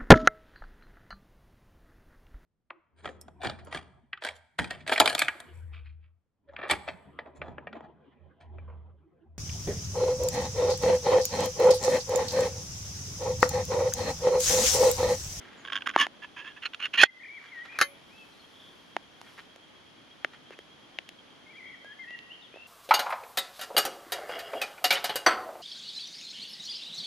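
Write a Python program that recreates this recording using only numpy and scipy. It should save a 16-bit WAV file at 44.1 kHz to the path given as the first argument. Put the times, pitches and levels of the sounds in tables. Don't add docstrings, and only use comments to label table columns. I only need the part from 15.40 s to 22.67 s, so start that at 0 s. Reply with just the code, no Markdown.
import sys
import numpy as np
from scipy import signal
from scipy.fft import rfft, irfft
from scipy.io import wavfile
from scipy.ndimage import map_coordinates

SR = 44100
rng = np.random.default_rng(int(sys.argv[2]) if len(sys.argv) > 2 else 0)


def file_out(sig):
    cols = np.atleast_2d(sig).T
    lim = np.clip(cols, -1, 1)
    pcm = np.round(lim * 32767).astype(np.int16)
    wavfile.write(sys.argv[1], SR, pcm)


N = 320604

# pitch_hz, level_db
AIR_COLOUR = [(25, -24), (100, -10), (289, -3.5), (400, -7.5), (740, -8.5), (1570, -8.5), (2800, -9.5),
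              (3250, -2), (3700, -11), (6550, -19.5), (7900, -30), (10700, -23.5), (13000, -37.5),
              (15500, -48.5)]
# time_s, level_db
AIR_LEVEL = [(0.0, -53.5), (2.11, -61.5), (2.37, -57), (7.27, -58.5)]
# pitch_hz, decay_s
TREE_ECHO = [(300, 0.14), (2000, 1), (5000, 0.66), (12000, 0.27)]
# time_s, level_db
WHINE_LEVEL = [(0, -69), (2.2, -61), (2.7, -64), (4.2, -62.5), (4.9, -59.5), (6.6, -60.5)]
# start_s, start_hz, target_hz, level_db, length_s
FAR_CALLS = [(.17, 7570, 6130, -68, 0.051), (2.915, 4520, 3300, -67, 0.042),
             (2.99, 4450, 3900, -63.5, 0.026), (6.22, 3420, 3212, -63.5, 0.47),
             (6.675, 2590, 2834, -55.5, 0.1), (6.895, 2550, 3360, -51.5, 0.062),
             (7.015, 3950, 3020, -59, 0.063), (7.12, 2310, 2735, -56.5, 0.21)]
# start_s, length_s, start_hz, held_hz, end_hz, level_db, trill_depth_hz, trills_per_s
BLACKBIRD_NOTES = [(1.654, 0.052, 2050, 2050, 2007, -44, 5.5, -13),
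                   (1.794, 0.11, 1900, 2123, 2240, -49.5, 322, 39),
                   (1.894, 0.1, 2165, 2387, 1740, -48, 0, 0), (2.112, 0.12, 2300, 1850, 1960, -46.5, 1, 0),
                   (2.284, 0.12, 2313, 2510, 1990, -50.5, 100, 32.5),
                   (2.689, 0.16, 1935, 2660, 2510, -60.5, -3, 12),
                   (6.059, 0.19, 2173, 2187, 2054, -55.5, 194, 14.5),
                   (6.204, .15, 1980, 2140, 1816, -50, 162, 48),
                   (6.438, 0.1, 1600, 1673, 1860, -52.5, -5, -1),
                   (6.587, 0.066, 2087, 2166, 1713, -46.5, -15, 0),
                   (6.651, .11, 1778, 1973, 1837, -47.5, 13, -0.5)]
# start_s, start_hz, target_hz, level_db, length_s
SQUEAKS = [(5.118, 2850, 2150, -51.5, .03)]
# middle_s, level_db, half_length_s
RUBS = [(.03, -55.5, 0.25), (2.06, -53, 0.039), (2.17, -55.5, 0.045), (2.26, -48.5, 0.014),
        (2.35, -50.5, 0.037), (3.88, -56.5, 0.03), (3.992, -44.5, 0.0095), (4.945, -52.5, 0.014),
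        (5.127, -48, 0.012)]
# pitch_hz, level_db
SKIN_COLOUR = [(100, -17.5), (400, -3), (900, -2), (1480, 6), (2000, 7), (3200, -3.5), (4500, -11),
               (7000, -18.5), (9000, -35.5), (11000, -23), (15000, -49.5)]
# start_s, level_db, knock_hz, ping_hz, ping_db, tick_db, pan_db
POPS = [(.5622, -3, 920, 1830, -26, -50, 0), (0.6675, -18, 810, 1820, -7, -27, 0),
        (3.566, -13.5, 806, 1900, -13.5, -39, -1.5), (3.815, -29.5, 920, 1840, -34, -15, -3),
        (4.161, -35, 643, 1820, -18, -16.5, -2), (4.8468, -11, 620, 1677, 3.5, -36, 1),
        (5.107, -34.5, 460, 1495, -20, -33, 0), (5.1898, -30, 464, 1835, -11, -24, -2),
        (5.5874, -17, 664, 2380, 4.5, -35, 2), (5.691, -26.5, 627, 2600, 0, -4.5, 0),
        (6.446, -38, 586, 1880, -21, -26, -3), (6.707, -34.5, 604, 2800, -5, -36, -1),
        (6.79, -32.5, 700, 2930, 12, -18, -6), (7.141, -37.5, 434, 1830, -19, -44, 1),
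        (7.16, -39.5, 560, 1850, -32.5, -36, 4), (7.171, -38.5, 624, 1840, -18.5, -40, -3)]
# pitch_hz, level_db
WALL_COLOUR = [(100, -11.5), (230, 0), (350, 6.5), (460, -1.5), (700, 2.5), (1050, 1), (1400, 6),
               (2100, 3.5), (3300, 5), (4100, 0.5), (7000, -5), (8300, -15), (10500, -2), (12500, -16),
               (15500, -14.5)]
# pitch_hz, width_hz, boost_db
RIM_RESONANCES = [(1835, 66, 3), (3100, 70, 1.5), (3433, 180, 1), (5170, 200, 8.5), (6730, 820, 8),
                  (10200, 280, 8), (11540, 220, 7)]
# start_s, level_db, ring_db
FLICKS = [(2.3887, -17.5, -3), (2.403, -26.5, 9.5), (2.4131, -4.5, 1.5), (2.4192, -15, 10), (2.425, -13, 1)]
# pitch_hz, level_db
CLACK_COLOUR = [(59, -38), (100, -26), (600, -16), (900, -20), (1150, -9), (1650, 0), (1920, -16),
                (2690, -11.5), (3050, -20.5), (3320, -19), (6900, -20), (7730, -40), (10400, -20.5),
                (15500, -43)]
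# pitch_hz, level_db, decay_s
FREE_LID_TONES = [(560, -27.5, 0.39), (1105, -23, 0.1), (1405, -12.5, .05), (1600, 4, 0.023),
                  (1745, 3.5, 0.043), (2074, -14.5, 0.11), (2280, -22, 0.19), (2520, -24, .12),
                  (3080, -20.5, 0.098), (3908, -16.5, .11), (4360, -14.5, 0.065), (5040, -18, 0.0719),
                  (6270, -29.5, 0.13), (8800, -33, .055), (11200, -28, 0.28), (12860, -29, 0.06)]
# pitch_hz, level_db
SNAP_COLOUR = [(30, -32), (110, -8.5), (250, -3.5), (450, -2), (750, 2.5), (1050, -13), (2300, -3),
               (4000, -7), (6800, -14), (8500, -25.5), (11000, -37), (15500, -41.5)]
# pitch_hz, width_hz, boost_db
SNAP_RESONANCES = [(1580, 520, 19.4), (1900, 87, 9.9), (3400, 250, 14.6)]
# start_s, length_s, start_hz, end_hz, level_db
CREAKS = [(.585, .04, 1184, 1060, -27.5), (.587, .036, 3030, 2780, -23), (0.604, .017, 3250, 3320, -23.5),
          (0.621, .03, 3560, 3080, -33.5), (1.254, .016, 4170, 4170, -38.5),
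          (1.417, .05, 2980, 2720, -33.5), (1.575, .057, 1880, 1730, -23.5),
          (1.579, .018, 2820, 3020, -23.5), (1.588, .032, 2385, 2700, -22), (1.6, .031, 3300, 3060, -25.5)]
# start_s, build_s, ease_s, peak_db, slip_gap_s
PULLS = [(.541, 0.039, .003, -34.5, 0.0124), (0.59, .026, 0.0037, -18, .0125),
         (0.626, .002, 0.028, -23.5, 0.0104), (0.826, 0.0205, 0.0018, -36.5, 0.0094),
         (0.969, 0.0285, 0.043, -36.5, .0115), (1.049, 0.026, 0.069, -38.5, .009),
         (1.167, 0.01, 0.0052, -43.5, .009), (1.227, 0.012, 0.0027, -36.5, .008),
         (1.258, 0.002, 0.0066, -27, .022), (1.4, 0.064, .002, -31.5, .02),
         (1.541, 0.005, 0.016, -25.5, 0.02), (1.58, 0.045, .022, -14.5, 0.012),
         (1.649, .003, 0.012, -23.5, 0.012)]
# middle_s, level_db
SLIPS = [(.251, -33), (.261, -37.5), (.275, -36), (.284, -37.5), (0.302, -33), (0.3237, -27), (0.3326, -25),
         (.337, -34), (.346, -30.5), (0.357, -24), (0.364, -31.5), (0.366, -26.5), (0.376, -30),
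         (.386, -34.5), (.409, -40), (.422, -33), (0.462, -31), (0.467, -29.5), (.473, -21.5),
         (0.4883, -31.5), (.494, -25.5), (0.5015, -30), (.513, -35), (.579, -25), (0.601, -21.5),
         (0.6136, -21), (1.3356, -36), (1.347, -30), (1.404, -32.5), (1.427, -30.5), (1.445, -31),
         (1.457, -26.5), (1.613, -20.5)]
# pitch_hz, level_db
TEAR_COLOUR = [(80, -38), (280, -6.5), (450, -14.5), (850, -11), (1100, -4), (3400, -4.5), (3900, -17),
               (4900, -19.5), (6800, -26.5), (8000, -41.5), (9200, -41.5), (10400, -29.5), (12600, -49),
               (15500, -57.5)]
# pitch_hz, width_hz, boost_db
LID_SEATED = [(1090, 92, 12.5), (1597, 310, 17.5), (3224, 1100, 13.5)]
LID_CRACKED = [(1110, 260, 6), (1525, 280, 13), (1900, 690, 7.9), (2700, 160, 5), (3160, 610, 4.9)]
LID_BUCKLED = [(1100, 170, 10), (1740, 180, 14), (2980, 430, 8.2)]
LID_LIFTING = [(990, 200, 9.8), (1710, 230, 19), (2660, 300, 13), (3250, 460, 8.15)]
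LID_HALF_OFF = [(1460, 220, 12), (1880, 210, 5.1), (2780, 760, 15), (4180, 160, 13)]
LID_HANGING = [(1820, 260, 10), (2550, 430, 12), (3250, 450, 11), (4200, 450, 19)]
# start_s, resonances
LID_STAGES = [(0, LID_SEATED), (.445, LID_CRACKED), (.56, LID_BUCKLED), (.75, LID_LIFTING),
              (1.2, LID_HALF_OFF), (1.573, LID_HANGING)]


def amp(db):
    return 10 ** (np.asarray(db) / 20)


def unit(x):
    return x / np.sqrt(np.mean(x ** 2) + 1e-20)


def along(points, hz):
    pitches, values = np.transpose(points)
    return np.interp(np.log(hz + 1), np.log(pitches), values)


def wobble(rate):
    return map_coordinates(rng.standard_normal(int(N * rate / SR) + 4), [np.arange(N) * rate / SR])


def sine(pitch_hz):
    return np.sin(2 * np.pi * np.cumsum(pitch_hz) / SR)


def add(track, start_s, sound):
    start = round(start_s * SR)
    sound = sound[..., max(-start, 0):]
    part = track[..., max(start, 0):][..., :sound.shape[-1]]
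    part += sound[..., :part.shape[-1]]


def impulse(gain, size=4096):
    cepstrum = irfft(np.log(np.maximum(gain(np.fft.rfftfreq(size, 1 / SR)), 1e-6)))
    cepstrum[1:size // 2] *= 2
    cepstrum[size // 2 + 1:] = 0
    return irfft(np.exp(rfft(cepstrum)))


def body(x, colour, resonances=()):
    def gain(f):
        boost_db = sum(db / (1 + (2 * (f - hz) / width) ** 2) for hz, width, db in resonances)
        return amp(along(colour, f) + boost_db)
    return signal.fftconvolve(x, impulse(gain))[:len(x)]


def swells(rows):
    power = np.zeros(N)
    for middle_s, db, half_s in rows:
        t = np.arange(-4 * half_s, 4 * half_s, 1 / SR)
        add(power, middle_s + t[0], amp(2 * db) * np.exp(-(t / half_s) ** 2))
    return np.sqrt(power)


def cracks(per_s, spread_db):
    signed_clicks = (rng.random(N) < per_s / SR) * rng.choice([-1, 1], N)
    return signed_clicks * amp(spread_db * rng.standard_normal(N))


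def place(x, pan_db):
    return x * amp([[pan_db / 2], [-pan_db / 2]])


def glides(rows, slide_s=.036, waver=0.01):
    out = np.zeros(N)
    drift = 1 + waver * np.pad(wobble(130), (0, SR))
    for start_s, start_hz, target_hz, db, length_s in rows:
        t = np.arange(int(length_s * SR)) / SR
        slide_hz = target_hz + (start_hz - target_hz) * np.exp(-t / slide_s)
        level = amp(db) * np.sqrt(2 * np.sin(np.pi * t / length_s))
        add(out, start_s, level * sine(slide_hz * drift[round(start_s * SR):][:len(t)]))
    return out * amp(3.4 * wobble(150))


def air():
    level_db = np.interp(np.arange(N) / SR, *np.transpose(AIR_LEVEL))
    middle, side = [unit(body(rng.standard_normal(N), AIR_COLOUR)) for _ in range(2)]
    stereo = middle + amp(-2.5) * side * np.array([[1], [-1]])
    low = signal.sosfilt(signal.butter(1, 900, fs=SR, output="sos"), stereo)
    return low * amp(level_db + 4.5 + 0.38 * wobble(8.1)) + (stereo - low) * amp(-60.0)


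def hiss():
    colour = [(2000, 5), (5000, 10.0), (8500, -3.5), (11000, 5.5), (15000, -14.0)]  # pitch_hz, level_db
    noise = unit(body(rng.standard_normal(N), colour))
    return noise * swells([(2.8, -66.5, 0.18), (3.25, -67.5, 0.25), (3.92, -63.5, 0.097)])


def focus_motor(whine_hz=3240, waver=0.014, step_s=0.04, run_db=-56):
    t = np.arange(N) / SR
    steps = np.arange(.04, 6.65, .12)
    to_step_s = np.abs(t - steps[np.searchsorted((steps[1:] + steps[:-1]) / 2, t)])
    level_db = np.interp(t, *np.transpose(WHINE_LEVEL)) + 1.8 * wobble(8) + 3 * wobble(110)
    pulses = amp(level_db) / (1 + (2 * to_step_s / step_s) ** 10)
    whine = pulses * np.sqrt(2) * sine(whine_hz * (1 + waver * wobble(160)))
    narrow_band = impulse(lambda f: 1 / (1 + ((f - 3400) / 260) ** 4))
    noise = unit(signal.fftconvolve(rng.standard_normal(N), narrow_band)[:N])
    buzz = noise * (1 + 0.43 * np.sin(2 * np.pi * 46 * t))
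    return whine + buzz * swells([(3.25, run_db, .07)])


def tree_echo(x):
    hz, t, spectrum = signal.stft(rng.standard_normal((2, SR)), SR, nperseg=256)
    fade = amp(-60 * t / along(TREE_ECHO, hz)[:, None])
    tail = signal.istft(spectrum * fade, SR, nperseg=256)[1]
    return signal.fftconvolve(x[None], tail / np.linalg.norm(tail[0]), axes=1)[:, :N]


def blackbird(waver=0.0067, slide_in_s=0.025, slide_out_s=0.017, fade_s=0.009, swell_db=4):
    out = np.zeros(N)
    drift = 1 + waver * wobble(120)
    for start_s, length_s, start_hz, held_hz, end_hz, db, trill_hz, trills_per_s in BLACKBIRD_NOTES:
        t = np.arange(int(length_s * SR)) / SR
        slide_in = (start_hz - held_hz) * np.exp(-t / slide_in_s)
        slide_out = (end_hz - held_hz) * np.exp((t - length_s) / slide_out_s)
        trill = -trill_hz * np.sin(np.pi * t / length_s) * np.sin(2 * np.pi * trills_per_s * t)
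        pitch = (held_hz + slide_in + slide_out + trill) * drift[round(start_s * SR):][:len(t)]
        edges = np.clip(np.minimum(t, length_s - t) / fade_s, 0, 1)
        add(out, start_s, amp(db + swell_db * t / length_s) * edges * np.sqrt(2) * sine(pitch))
    return out * amp(1.9 * wobble(70))


def tin_ring(x, decay_s, ring_db):
    t = np.arange(SR // 8) / SR
    tail = rng.standard_normal((2, len(t))) * amp(-60 * t / decay_s)
    tail /= np.linalg.norm(tail, axis=1, keepdims=True)
    return x + amp(ring_db) * signal.fftconvolve(np.atleast_2d(x), tail, axes=1)[:, :N]


def finger_rubs():
    grain = unit(body(cracks(per_s=1400, spread_db=4.5), SKIN_COLOUR))
    return tin_ring(grain * swells(RUBS), decay_s=0.044, ring_db=-8.5)


def wall_pops(hollow_db=22, hollow_width_hz=170, bend_hz=1300):
    out = np.zeros((2, N))
    hump = lambda f, hz, sharpness: 1 / (1 + (sharpness * (f / hz - hz / (f + 1))) ** 2)
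    lag = np.exp(-2 * np.pi * bend_hz / SR)
    gripped_rim = [(hz, width, db * 0.8) for hz, width, db in RIM_RESONANCES]
    for start_s, db, knock_hz, ping_hz, ping_db, tick_db, pan_db in POPS:
        knock_and_thud = lambda f: hump(f, knock_hz, 1.82) + amp(-12.5) * hump(f, 306, 1.0)
        ping_and_tick = lambda f: amp(ping_db) * hump(f, ping_hz, 1.5) + amp(tick_db) * hump(f, 6150, 0.32)
        click = impulse(lambda f: knock_and_thud(f) + ping_and_tick(f))
        hollow = (np.sqrt(knock_hz * ping_hz), hollow_width_hz, -hollow_db / (1 + amp(-ping_db)))
        pop = body(click, WALL_COLOUR, gripped_rim + [hollow])
        pop = signal.lfilter([lag, -1], [1, -lag], pop / np.abs(pop).max())
        add(out, start_s, place(amp(db) * pop, pan_db))
    return tin_ring(out, decay_s=0.015, ring_db=-6.5)


def lid_flicks():
    out, t = np.zeros(N), np.arange(SR // 2) / SR
    for start_s, db, ring_db in FLICKS:
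        clack = body(rng.standard_normal(len(t)) * amp(-60 * t / 0.02) + 4 * (t == 0), CLACK_COLOUR)
        ring = np.zeros(len(t))
        for hz, tone_db, decay_s in FREE_LID_TONES:
            fade = amp(tone_db + rng.normal(0, 2.6) - 60 * t / decay_s)
            ring += fade * np.sin(2 * np.pi * (hz * t + rng.random()))
        ring *= amp(ring_db - 11.5) * (1 - np.exp(-t / 0.00028))
        add(out, start_s, amp(db) * (clack / np.abs(clack).max() + ring))
    return place(tin_ring(out, decay_s=0.08, ring_db=-5.0), pan_db=-0.5)


def seam_snap(thump_hz=150, thump_db=-11.5, thump_decay_s=0.011):
    jerks, thump, t = np.zeros(N), np.zeros(N), np.arange(SR // 10) / SR
    for start_s in (1.6336, 1.6349, 1.6368):
        add(jerks, start_s, np.ones(1))
    add(thump, 1.6368, amp(thump_db - 60 * t / thump_decay_s) * np.sin(2 * np.pi * thump_hz * t))
    rasp = cracks(per_s=10000, spread_db=4.0) * swells([(1.6372, -12.5, 0.0022)])
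    snap = body(jerks + rasp, SNAP_COLOUR, SNAP_RESONANCES)
    ringing = tin_ring(snap / np.abs(snap).max(), decay_s=0.04, ring_db=-10.5)
    return thump + amp(9.0) * place(ringing, pan_db=-7.0)


def lid_creaks(waver=0.022, rough_db=1, wobbles_per_s=450):
    out = np.zeros(N)
    for start_s, length_s, start_hz, end_hz, db in CREAKS:
        progress = np.linspace(0, 1, int(length_s * SR))
        position = progress * length_s * wobbles_per_s
        drift, rough = [map_coordinates(points, [position]) for points in rng.standard_normal((2, 64))]
        pitch = (start_hz + (end_hz - start_hz) * progress) * (1 + waver * drift)
        level = amp(db + rough_db * rough) * np.sqrt(2 * np.abs(np.sin(np.pi * progress)))
        add(out, start_s, level * sine(pitch))
    return out


def pull_strength(build_db_per_s=193.5, ease_db_per_s=397.5, stick_db=4.5, scatter_db=1):
    attack_s, release_s, pace_spread = 0.004, 0.0054, 0.032
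    power = np.zeros(N)
    for (start_s, build_s, ease_s, db, gap_s), chance in zip(PULLS, rng.standard_normal(len(PULLS))):
        t = np.arange(-SR // 100, SR // 8) / SR
        effort_db = db - np.maximum(build_db_per_s * (build_s - t), ease_db_per_s * (t - build_s))
        slip_s = gap_s * (1 + pace_spread * chance)
        stuck = np.sin(np.pi * np.clip(t, 0, build_s + ease_s) / slip_s) ** 2
        fade_in = np.exp(-(np.minimum(t, 0) / attack_s) ** 2 / 2)
        fade_out = np.exp(-np.maximum(t - build_s - ease_s, 0) / release_s)
        add(power, start_s + t[0], (fade_in * fade_out * amp(effort_db - stick_db * stuck)) ** 2)
    return np.sqrt(power) * amp(scatter_db * wobble(140))


def lid_tear(slip_half_s=.0016, rasp_hz=5212, rasp_db=4.5, hard_pull_db=-23.5, flex_s=.0005):
    pull = np.hypot(pull_strength(), swells([(s, db, slip_half_s) for s, db in SLIPS]))
    grain, fine_grain = [cracks(per_s=11000, spread_db=2) for _ in range(2)]
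    rasp = signal.sosfilt(signal.butter(4, rasp_hz, "high", fs=SR, output="sos"), fine_grain)
    breaks = pull * (grain + rasp * amp(rasp_db) * pull / amp(hard_pull_db))
    stage = np.searchsorted([start_s for start_s, _ in LID_STAGES], np.arange(N) / SR, side="right") - 1
    out = np.zeros(N)
    for index, (_, lid_resonances) in enumerate(LID_STAGES):
        resonances = lid_resonances + RIM_RESONANCES
        usual_level = body(grain[:SR], TEAR_COLOUR, resonances).std()
        out += body(breaks * (stage == index), TEAR_COLOUR, resonances) / usual_level
    flexed = map_coordinates(out, [np.arange(N) + flex_s * SR * wobble(25)], order=5)
    return place(tin_ring(flexed + lid_creaks(), decay_s=0.025, ring_db=-10), pan_db=-4.0)


def scene():
    tin = lid_tear() + seam_snap() + lid_flicks() + wall_pops() + finger_rubs() + glides(SQUEAKS)
    near_bird, far_birds = blackbird(), glides(FAR_CALLS)
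    birds = place(near_bird + amp(2.0) * far_birds, pan_db=3.5)
    echo = tree_echo(amp(-50) * tin.mean(axis=0) + amp(-8) * near_bird + amp(-1.0) * far_birds)
    return tin + birds + echo + focus_motor() + hiss() + air()


def record(dry, threshold_db=-8, release_s=0.075, lag_s=0.01, depth=0.64, top_hz=15500):
    t = np.arange(N) / SR
    over_db = np.maximum(20 * np.log10(np.abs(dry).max(axis=0) + 1e-9) - threshold_db, 1e-9)
    held_db = np.exp(np.maximum.accumulate(np.log(over_db) + t / release_s) - t / release_s)
    smoothing = np.exp(-1 / (lag_s * SR))
    late_db = signal.lfilter([1 - smoothing], [1, -smoothing], held_db)
    limited = np.clip(dry * amp(-depth * late_db), -1, 1)
    limited[1] = .5 * (limited[1] + np.roll(limited[1], 1))
    return signal.sosfilt(signal.ellip(10, .1, 80, top_hz, fs=SR, output="sos"), limited)


dry = scene()
out = record(dry)
file_out(out)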